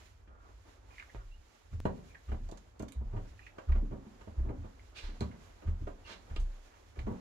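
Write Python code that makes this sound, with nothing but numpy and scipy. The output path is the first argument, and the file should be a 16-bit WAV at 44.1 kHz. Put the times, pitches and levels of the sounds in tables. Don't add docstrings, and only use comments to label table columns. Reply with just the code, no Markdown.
import sys
import numpy as np
from scipy import signal
from scipy.fft import rfft, irfft
from scipy.io import wavfile
from scipy.ndimage import uniform_filter1d

SR = 44100
rng = np.random.default_rng(int(sys.argv[2]) if len(sys.argv) > 2 else 0)


def digitize_waveform(pressure):
    field = np.atleast_2d(pressure).T
    bounded = np.clip(field, -1, 1)
    quanta = np.round(bounded * 32767).astype(np.int16)
    wavfile.write(sys.argv[1], SR, quanta)


N = 317900

# t/s, level below 1.8 kHz/dB, treble level/dB
HUSH_LEVELS = [(0, -65.5, -61.5), (.1, -70.5, -66.5), (.16, -70.5, -73), (.3, -65, -79), (.42, -66, -73.5),
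               (.5, -63.5, -68.5), (.6, -71, -72), (.7, -60.5, -64.5), (.8, -65.5, -71),
               (.98, -65.5, -63.5), (1.28, -68.5, -70.5), (1.9, -68.5, -67.5), (2.8, -66, -70.5),
               (3.03, -63.5, -73), (3.29, -65.5, -67.5), (3.81, -64.5, -71.5), (4.18, -63.5, -68),
               (4.52, -58.5, -72), (4.8, -67, -68), (5.5, -61, -66.5), (5.86, -64.5, -70),
               (6.502, -64, -65.5), (6.95, -68, -68), (7.21, -58, -67.5)]
# f/Hz, level/dB
HUSH_SPECTRUM = [(80, -14), (150, -12), (230, -2.5), (450, -3.5), (900, -7), (1400, -11), (2600, -18.5),
                 (5000, -23), (7200, -22.5), (8300, -33.5), (11000, -32), (15600, -44)]
# f/Hz, level/dB
RUMBLE_SPECTRUM = [(15, -43.5), (40, -2), (59, -2), (105, -8.5), (119, -47.5), (160, -22), (210, -83)]
# t/s, length/s, level/dB, f/Hz, width/Hz
SOFT_RUBS = [(0.0, 0.047, -68, 2400, 1840), (0.265, 0.28, -65, 1300, 298), (0.884, 0.044, -60, 1090, 450),
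             (0.905, 0.11, -65, 2350, 450), (0.973, 0.045, -57, 1750, 800), (1.16, 0.082, -64, 1280, 500),
             (2.09, 0.038, -67, 2300, 300), (3.355, 0.17, -66.5, 2530, 345),
             (4.957, 0.056, -52.5, 2520, 353), (4.966, 0.034, -58, 3300, 600),
             (6.04, 0.044, -60, 2750, 400), (6.682, 0.11, -66, 1130, 1500)]
# t/s, boom level/dB, boom f/Hz, frame level/dB, riser level/dB
LANDINGS = [(0.284, -49.5, 61.7, -66, -73), (1.147, -39.5, 50.2, -47.5, -47.5),
            (1.262, -54, 44, -44.5, -61), (1.728, -34, 81.5, -42, -40.5), (1.848, -38.5, 76, -43, -39),
            (2.282, -33, 63, -41, -47), (2.314, -34, 68.4, -35, -40), (2.414, -44.5, 79, -40, -53),
            (2.798, -43.5, 64, -56, -45.5), (2.966, -30, 63.5, -50, -51), (3.047, -39.5, 56.1, -35.5, -47),
            (3.139, -40.5, 89, -38.5, -36.5), (3.686, -21.5, 67.8, -24, -52), (3.748, -35, 55, -30.5, -48),
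            (3.905, -42, 61.6, -60, -47), (4.269, -45, 78, -60, -50.5), (4.376, -26, 63.2, -31.5, -44.5),
            (4.47, -37.5, 57, -57, -40), (4.579, -39.5, 78.6, -42.5, -44.5), (5.032, -41.5, 64.7, -35, -58),
            (5.209, -34, 73.4, -63, -39.5), (5.663, -27, 81.2, -31, -41.5),
            (5.806, -38.5, 72.3, -37, -43.5), (6.304, -38, 72.2, -39, -46), (6.374, -34, 59.4, -25.5, -47),
            (6.978, -35.5, 67.7, -40.5, -48), (7.038, -37, 52, -42, -37.5)]
# t/s, push level/dB, hollow re push/dB, slap re push/dB, rise/s
FOOT_KNOCKS = [(0.274, -88.5, 22, 26, 0.0014), (1.146, -56, -9, -0.5, 0.0066),
               (1.726, -63.5, 11.5, -2, 0.0044), (1.852, -33.5, 3.5, -8, 0.0019),
               (1.89, -53, 6.5, -18, 0.004), (1.961, -60.5, 1, -27, 0.011), (2.279, -63.5, 10, 3.5, 0.013),
               (2.316, -42, -9, -9.5, 0.002), (2.342, -56.5, 0, -19, 0.003),
               (2.489, -50.5, -8, -34, 0.0013), (2.52, -47.5, 0.5, -13, 0.0011),
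               (2.798, -45, 2.5, -8, 0.0022), (2.827, -47.5, 5.5, -13, 0.0014),
               (3.009, -55.5, 8, -18, 0.003), (3.122, -53, 2.5, -16, 0.013), (3.159, -53, 4, -4, 0.011),
               (3.583, -44, -11, -3.5, 0.00048), (3.682, -55, 6, -4.5, 0.011),
               (3.747, -51.5, 2.5, -6, 0.011), (3.81, -67, 23.5, -20, 0.013), (3.901, -52.5, 7, -14, 0.018),
               (4.065, -63.5, 9.5, -15, 0.0015), (4.21, -56.5, -7, 3, 0.001),
               (4.272, -53, 4.5, -12, 0.0023), (4.384, -63.5, 12.5, -5, 0.0086),
               (4.434, -58, 11, -24, 0.022), (4.481, -53, 9, -18, 0.015), (4.639, -57, 1, -10, 0.0065),
               (5.074, -73, 18, 6, 0.016), (5.208, -42, 4.5, -7.5, 0.0011), (5.219, -46, 4.5, -3, 0.00091),
               (5.617, -56.5, -2, -6, 0.0075), (5.668, -60, 10, 2.5, 0.0084),
               (5.801, -76, 23.5, -18, 0.013), (5.867, -46, -6, -7.5, 0.0059),
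               (6.297, -60.5, 6.5, -1, 0.0089), (6.361, -50.5, -1.5, -1.5, 0.0015),
               (6.954, -59.5, 0, -4, 0.011), (6.987, -53.5, -1, -2, 0.0029), (7.064, -45.5, 8, -11, 0.0076),
               (7.098, -49.5, 11, -26, 0.0091), (7.199, -52.5, 22.5, 3.5, 0.011)]
# f/Hz, width/Hz, gain/dB
TREAD_MODES = [(198, 33, -3.5), (220.6, 5, 11), (319, 32, 1.5), (403, 26, 5), (463, 16, 0), (715, 73, -3),
               (990, 9.8, -22)]
# f/Hz, level/dB
PUSH_SPECTRUM = [(70, -10.5), (150, 0), (230, -2), (330, -3), (550, 1.5), (1000, -9), (1600, -21.5),
                 (3000, -49.5)]
# f/Hz, level/dB
SLAP_SPECTRUM = [(600, -47.5), (1200, 12), (3000, -2.5), (5000, -15.5), (7500, -15), (8500, -34),
                 (15000, -35)]
# t/s, peak level/dB, f/Hz, width as a share of f
JOINT_TICKS = [(0.9065, -55, 2380, 0.23), (0.9413, -52, 2140, 0.29), (0.9814, -38.5, 2020, 0.43),
               (0.9967, -35, 1930, 0.5), (1.0244, -40.5, 1720, 0.5), (1.095, -49, 1870, 0.19),
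               (2.146, -43.5, 1825, 0.23), (2.9213, -49, 3970, 0.18), (3.3921, -43.5, 1970, 0.48),
               (3.465, -39.5, 2100, 0.42), (3.7194, -39, 1470, 0.79), (4.4902, -48, 1490, 0.65),
               (4.794, -51, 2090, 0.4), (5.2066, -33.5, 3500, 0.85), (5.313, -47.5, 1670, 0.53),
               (6.3613, -36.5, 2650, 0.68), (6.99, -38.5, 2450, 0.66)]
# t/s, level/dB, rise/s, t60/s, left re right/dB
GRIP_JOLTS = [(1.1478, -36, .00012, .004, -11), (1.8028, -33.5, .00001, .03, 0)]
# t/s, level/dB, body re click/dB, top re click/dB, t60/s,
# left re right/dB
GRIP_CLICKS = [(2.488, -64, -3, -9, 0.018, -15), (2.513, -55, -18, -4, 0.017, -7.5),
               (2.5726, -60.5, 0, -18, .03, -11), (2.794, -56, -3, -2, 0.018, -10.5),
               (2.823, -54, 3, 2, 0.015, -2.5), (2.882, -57, 2.5, -24, 0.035, -6),
               (2.921, -62, 9, 13, 0.0062, -16.5), (5.2055, -47.5, -2.5, -25, 0.034, 2),
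               (6.397, -59, -1.5, 1, 0.15, 3)]
# f/Hz, level/dB
CLICK_SPECTRUM = [(2000, -25), (3500, -3), (5200, -7), (7000, 0), (8500, -12), (11500, -13), (15600, -31)]
# t/s, level/dB, low part re drag/dB, attack/s, hold/s, fade/(dB per s)
SOLE_DRAGS = [(4.942, -48, -9, 0.03, 0.018, 330), (5.018, -55, -3.5, 0.014, 0.023, 128),
              (6.038, -51.5, -2, 0.046, 0.045, 300)]
# f/Hz, level/dB
DRAG_SPECTRUM = [(150, -7.5), (350, 2), (800, -5.5), (1600, -5.5), (2500, -9), (4200, -10), (6000, -17),
                 (8000, -27), (15600, -42)]
# f/Hz, t60/s
ROOM_DECAY = [(125, 0.52), (250, 0.54), (500, 0.14), (1000, 0.19), (2000, 0.029), (4000, 0.2), (8000, 0.09)]
# f/Hz, gain/dB
LEFT_MIC_RESPONSE = [(100, -.5), (500, -1.5), (2000, -3), (4000, -8), (8000, -9), (14000, -5)]
SIDES = np.array([[1], [-1]])


def undb(db):
    return 10 ** (np.asarray(db) / 20)


def unit(x):
    return x / np.sqrt(np.mean(x ** 2))


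def colour(x, points):
    hz, db = np.transpose(points)
    f = np.arange(x.shape[-1] // 2 + 1) * SR / x.shape[-1] + 1
    gain = undb(np.interp(np.log(f), np.log(hz), db))
    return irfft(rfft(x) * gain, x.shape[-1])


def band(x, hz, width_hz):
    return signal.lfilter(*signal.iirpeak(hz, hz / width_hz, SR), x)


def split(x, hz):
    low = signal.sosfiltfilt(signal.butter(3, hz, fs=SR, output="sos"), x)
    return low, x - low


def noise(points, alike_hz):
    mid, side = rng.standard_normal((2, N))
    side = signal.sosfilt(signal.butter(1, alike_hz, "high", fs=SR, output="sos"), side)
    return unit(colour(mid + SIDES * side, points))


def walk(rate):
    hold = int(SR / rate)
    levels = np.repeat(rng.standard_normal(N // hold + 3), hold)
    return unit(uniform_filter1d(levels, hold)[hold:hold + N])


def swell(rise, t60):
    t60 = max(t60, .002)
    t = np.arange(int((t60 + 4 * rise) * SR)) / SR
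    env = (1 - np.exp(-t / rise)) ** 2 * np.exp(-np.log(1000) * t / t60)
    return t, env / env.max()


def add(out, s, x):
    i = int(s * SR)
    out[..., i:i + x.shape[-1]] += x[..., :N - i]


def late(x, s):
    return np.pad(x, (round(s * SR), 0))[:N]


def pan(db):
    return undb(SIDES * db / 2)


def house_hush():
    s, low_db, high_db = np.transpose(HUSH_LEVELS)
    t = np.arange(N) / SR
    hiss = noise(HUSH_SPECTRUM, alike_hz=260)
    low = signal.sosfiltfilt(signal.butter(2, 1800, fs=SR, output="sos"), hiss)
    wash = undb(np.interp(t, s, low_db) + 2 * walk(40)) * unit(low)
    rustle = undb(np.interp(t, s, high_db) + 1.3 * walk(25)) * unit(hiss - low)
    rumble = undb(-59.5 + 3.3 * walk(6.1)) * noise(RUMBLE_SPECTRUM, alike_hz=410)
    return wash + rustle + rumble


def rubs_and_creaks():
    out = np.zeros(N)
    grain = undb(2.1 * walk(150)) * rng.standard_normal(N)
    for s, length, db, hz, width in SOFT_RUBS:
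        t = np.arange(int(length * SR)) / SR
        friction = grain[int(s * SR):][:len(t)]
        ring = band(band(friction, hz, width), hz, width)
        arch = np.sin(np.pi * t / length) ** 0.97
        add(out, s, undb(db) * arch * unit(ring))
    return out


def stair_booms(landing_s=0.0342, frame_hz=32.5, riser_hz=108.3):
    out = np.zeros(N)
    detunes = rng.standard_normal((len(LANDINGS), 2))
    for (s, boom_db, boom_hz, frame_db, riser_db), detune in zip(LANDINGS, detunes):
        boom = (boom_hz, boom_db, landing_s, 0.23)
        frame = (frame_hz * (1 + 0.07 * detune[0]), frame_db, 0.94 * landing_s, 0.42)
        riser = (riser_hz * (1 + 0.018 * detune[1]), riser_db, 0.33 * landing_s, 0.32)
        for hz, db, rise, t60 in (boom, frame, riser):
            t, env = swell(rise, t60)
            add(out, s - 0.408 * landing_s, undb(db) * env * np.sin(2 * np.pi * hz * t))
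    return np.array([late(out, 0.00033), out])


def tread_knocks(shortest_swing_s=0.0044):
    push, hollow, slap, punch = np.zeros((4, N))
    for s, db, hollow_db, slap_db, rise in FOOT_KNOCKS:
        phase = np.linspace(0, 1, int((shortest_swing_s + 0.77 * rise) * SR))
        swing = np.sin(2 * np.pi * phase) * np.sin(np.pi * phase) * 2 * phase
        hardness = shortest_swing_s / (shortest_swing_s + rise)
        add(punch, s, undb(db + hollow_db + 7.5) * hardness * swing)
        push_start = s + 0.22 * rise
        t60 = 0.042 + 4.7 * rise
        env = swell(rise, t60)[1]
        add(push, push_start, undb(db) * env)
        add(hollow, push_start, undb(db + hollow_db) * env)
        add(slap, s, undb(db + slap_db) * swell(.5 * rise, 0.73 * t60)[1])
    low, high = split(noise(PUSH_SPECTRUM, alike_hz=820), hz=332)
    rough = hollow * unit(low) + push * unit(high)
    rings = sum(undb(db) * band(rough + punch, hz, width) for hz, width, db in TREAD_MODES)
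    return rough + slap * noise(SLAP_SPECTRUM, alike_hz=700), punch + rings


def joint_ticks():
    out = np.zeros(N)
    grain = undb(2.5 * walk(400)) * rng.standard_normal(N)
    for s, db, hz, share in JOINT_TICKS:
        cycles = 36 / np.sqrt(share)
        env = np.pad(swell(rise=.0003, t60=cycles / hz)[1], (0, 512))
        slip = env * grain[int(s * SR):][:len(env)]
        width = share * hz
        ring = band(band(slip, hz, width), hz, width)
        add(out, s, undb(db) * ring / np.abs(ring).max())
    return out


def grip_jolts():
    out = np.zeros((2, N))
    for s, db, rise, t60, pan_db in GRIP_JOLTS:
        add(out, s, undb(db) * pan(pan_db) * swell(rise, t60)[1])
    return out


def joint_squeak(start_s=1.313, length_s=.05, from_hz=2700, to_hz=2950):
    out = np.zeros(N)
    t = np.arange(int(length_s * SR)) / SR
    flutter = 1 + 0.5 * walk(300)[:len(t)]
    arch = np.sin(np.pi * np.sqrt(t / length_s)) ** 0.23
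    add(out, start_s, undb(-65) * flutter * arch * signal.chirp(t, from_hz, length_s, to_hz))
    return out


def grip_clicks():
    snap, top, body = np.zeros((3, 2, N))
    for s, db, body_db, top_db, t60, pan_db in GRIP_CLICKS:
        env = pan(pan_db) * undb(db) * swell(rise=0.00071, t60=t60)[1]
        add(snap, s, env)
        add(top, s, undb(top_db) * env)
        add(body, s, undb(body_db) * env)
    dull = unit(band(rng.standard_normal(N), hz=650, width_hz=1300))
    below, above = split(noise(CLICK_SPECTRUM, alike_hz=2800), hz=8400)
    return snap * below + top * above + body * dull


def carpet_scuffs():
    t = np.arange(N) / SR
    high_env, low_env = np.zeros((2, N))
    for s, db, low_db, attack, hold, fade in SOLE_DRAGS:
        rise_db = -22 * np.clip(1 - (t - s) / attack, 0, None) ** 2
        fade_db = fade * np.clip(t - s - attack - hold, 0, None)
        drag = (t > s) * undb(db + rise_db - fade_db)
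        high_env += drag
        low_env += undb(low_db) * drag
    low, high = split(noise(DRAG_SPECTRUM, alike_hz=700), hz=1770)
    grain = undb(1.5 * walk(300))
    return grain * (low_env * low + high_env * high)


def stairwell(x, build_s=0.0045):
    t = np.arange(SR // 2) / SR
    tail = 0
    for hz, t60 in ROOM_DECAY:
        mid, side = rng.standard_normal((2, len(t)))
        echoes = mid + min(hz / 900, 1) * SIDES * side
        decay = np.exp(-np.log(1000) * t / t60) / np.sqrt(t60)
        tail = tail + band(echoes, hz, 0.98 * hz) * decay
    tail *= np.minimum(t / build_s, 1)
    tail /= np.sqrt(np.sum(tail ** 2) / 2)
    return signal.fftconvolve(x, tail, axes=1)[:, :N]


def scene():
    rough, wood = tread_knocks()
    steps = rough + carpet_scuffs()
    small_sounds = joint_ticks() + joint_squeak() + grip_clicks() + rubs_and_creaks()
    direct = stair_booms() + wood + steps + small_sounds
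    echo = stairwell(steps + undb(-4.5) * small_sounds)
    return direct + echo + house_hush()


def record(dry):
    dulled = colour(np.pad(dry[0], (0, N // 10)), LEFT_MIC_RESPONSE)[:N]
    heard = np.array([late(dulled, .00045), dry[1]]) + grip_jolts()
    top_cut = signal.ellip(8, .2, 70, 15700, fs=SR, output="sos")
    return signal.sosfilt(top_cut, heard)


dry = scene()
out = record(dry)
digitize_waveform(out)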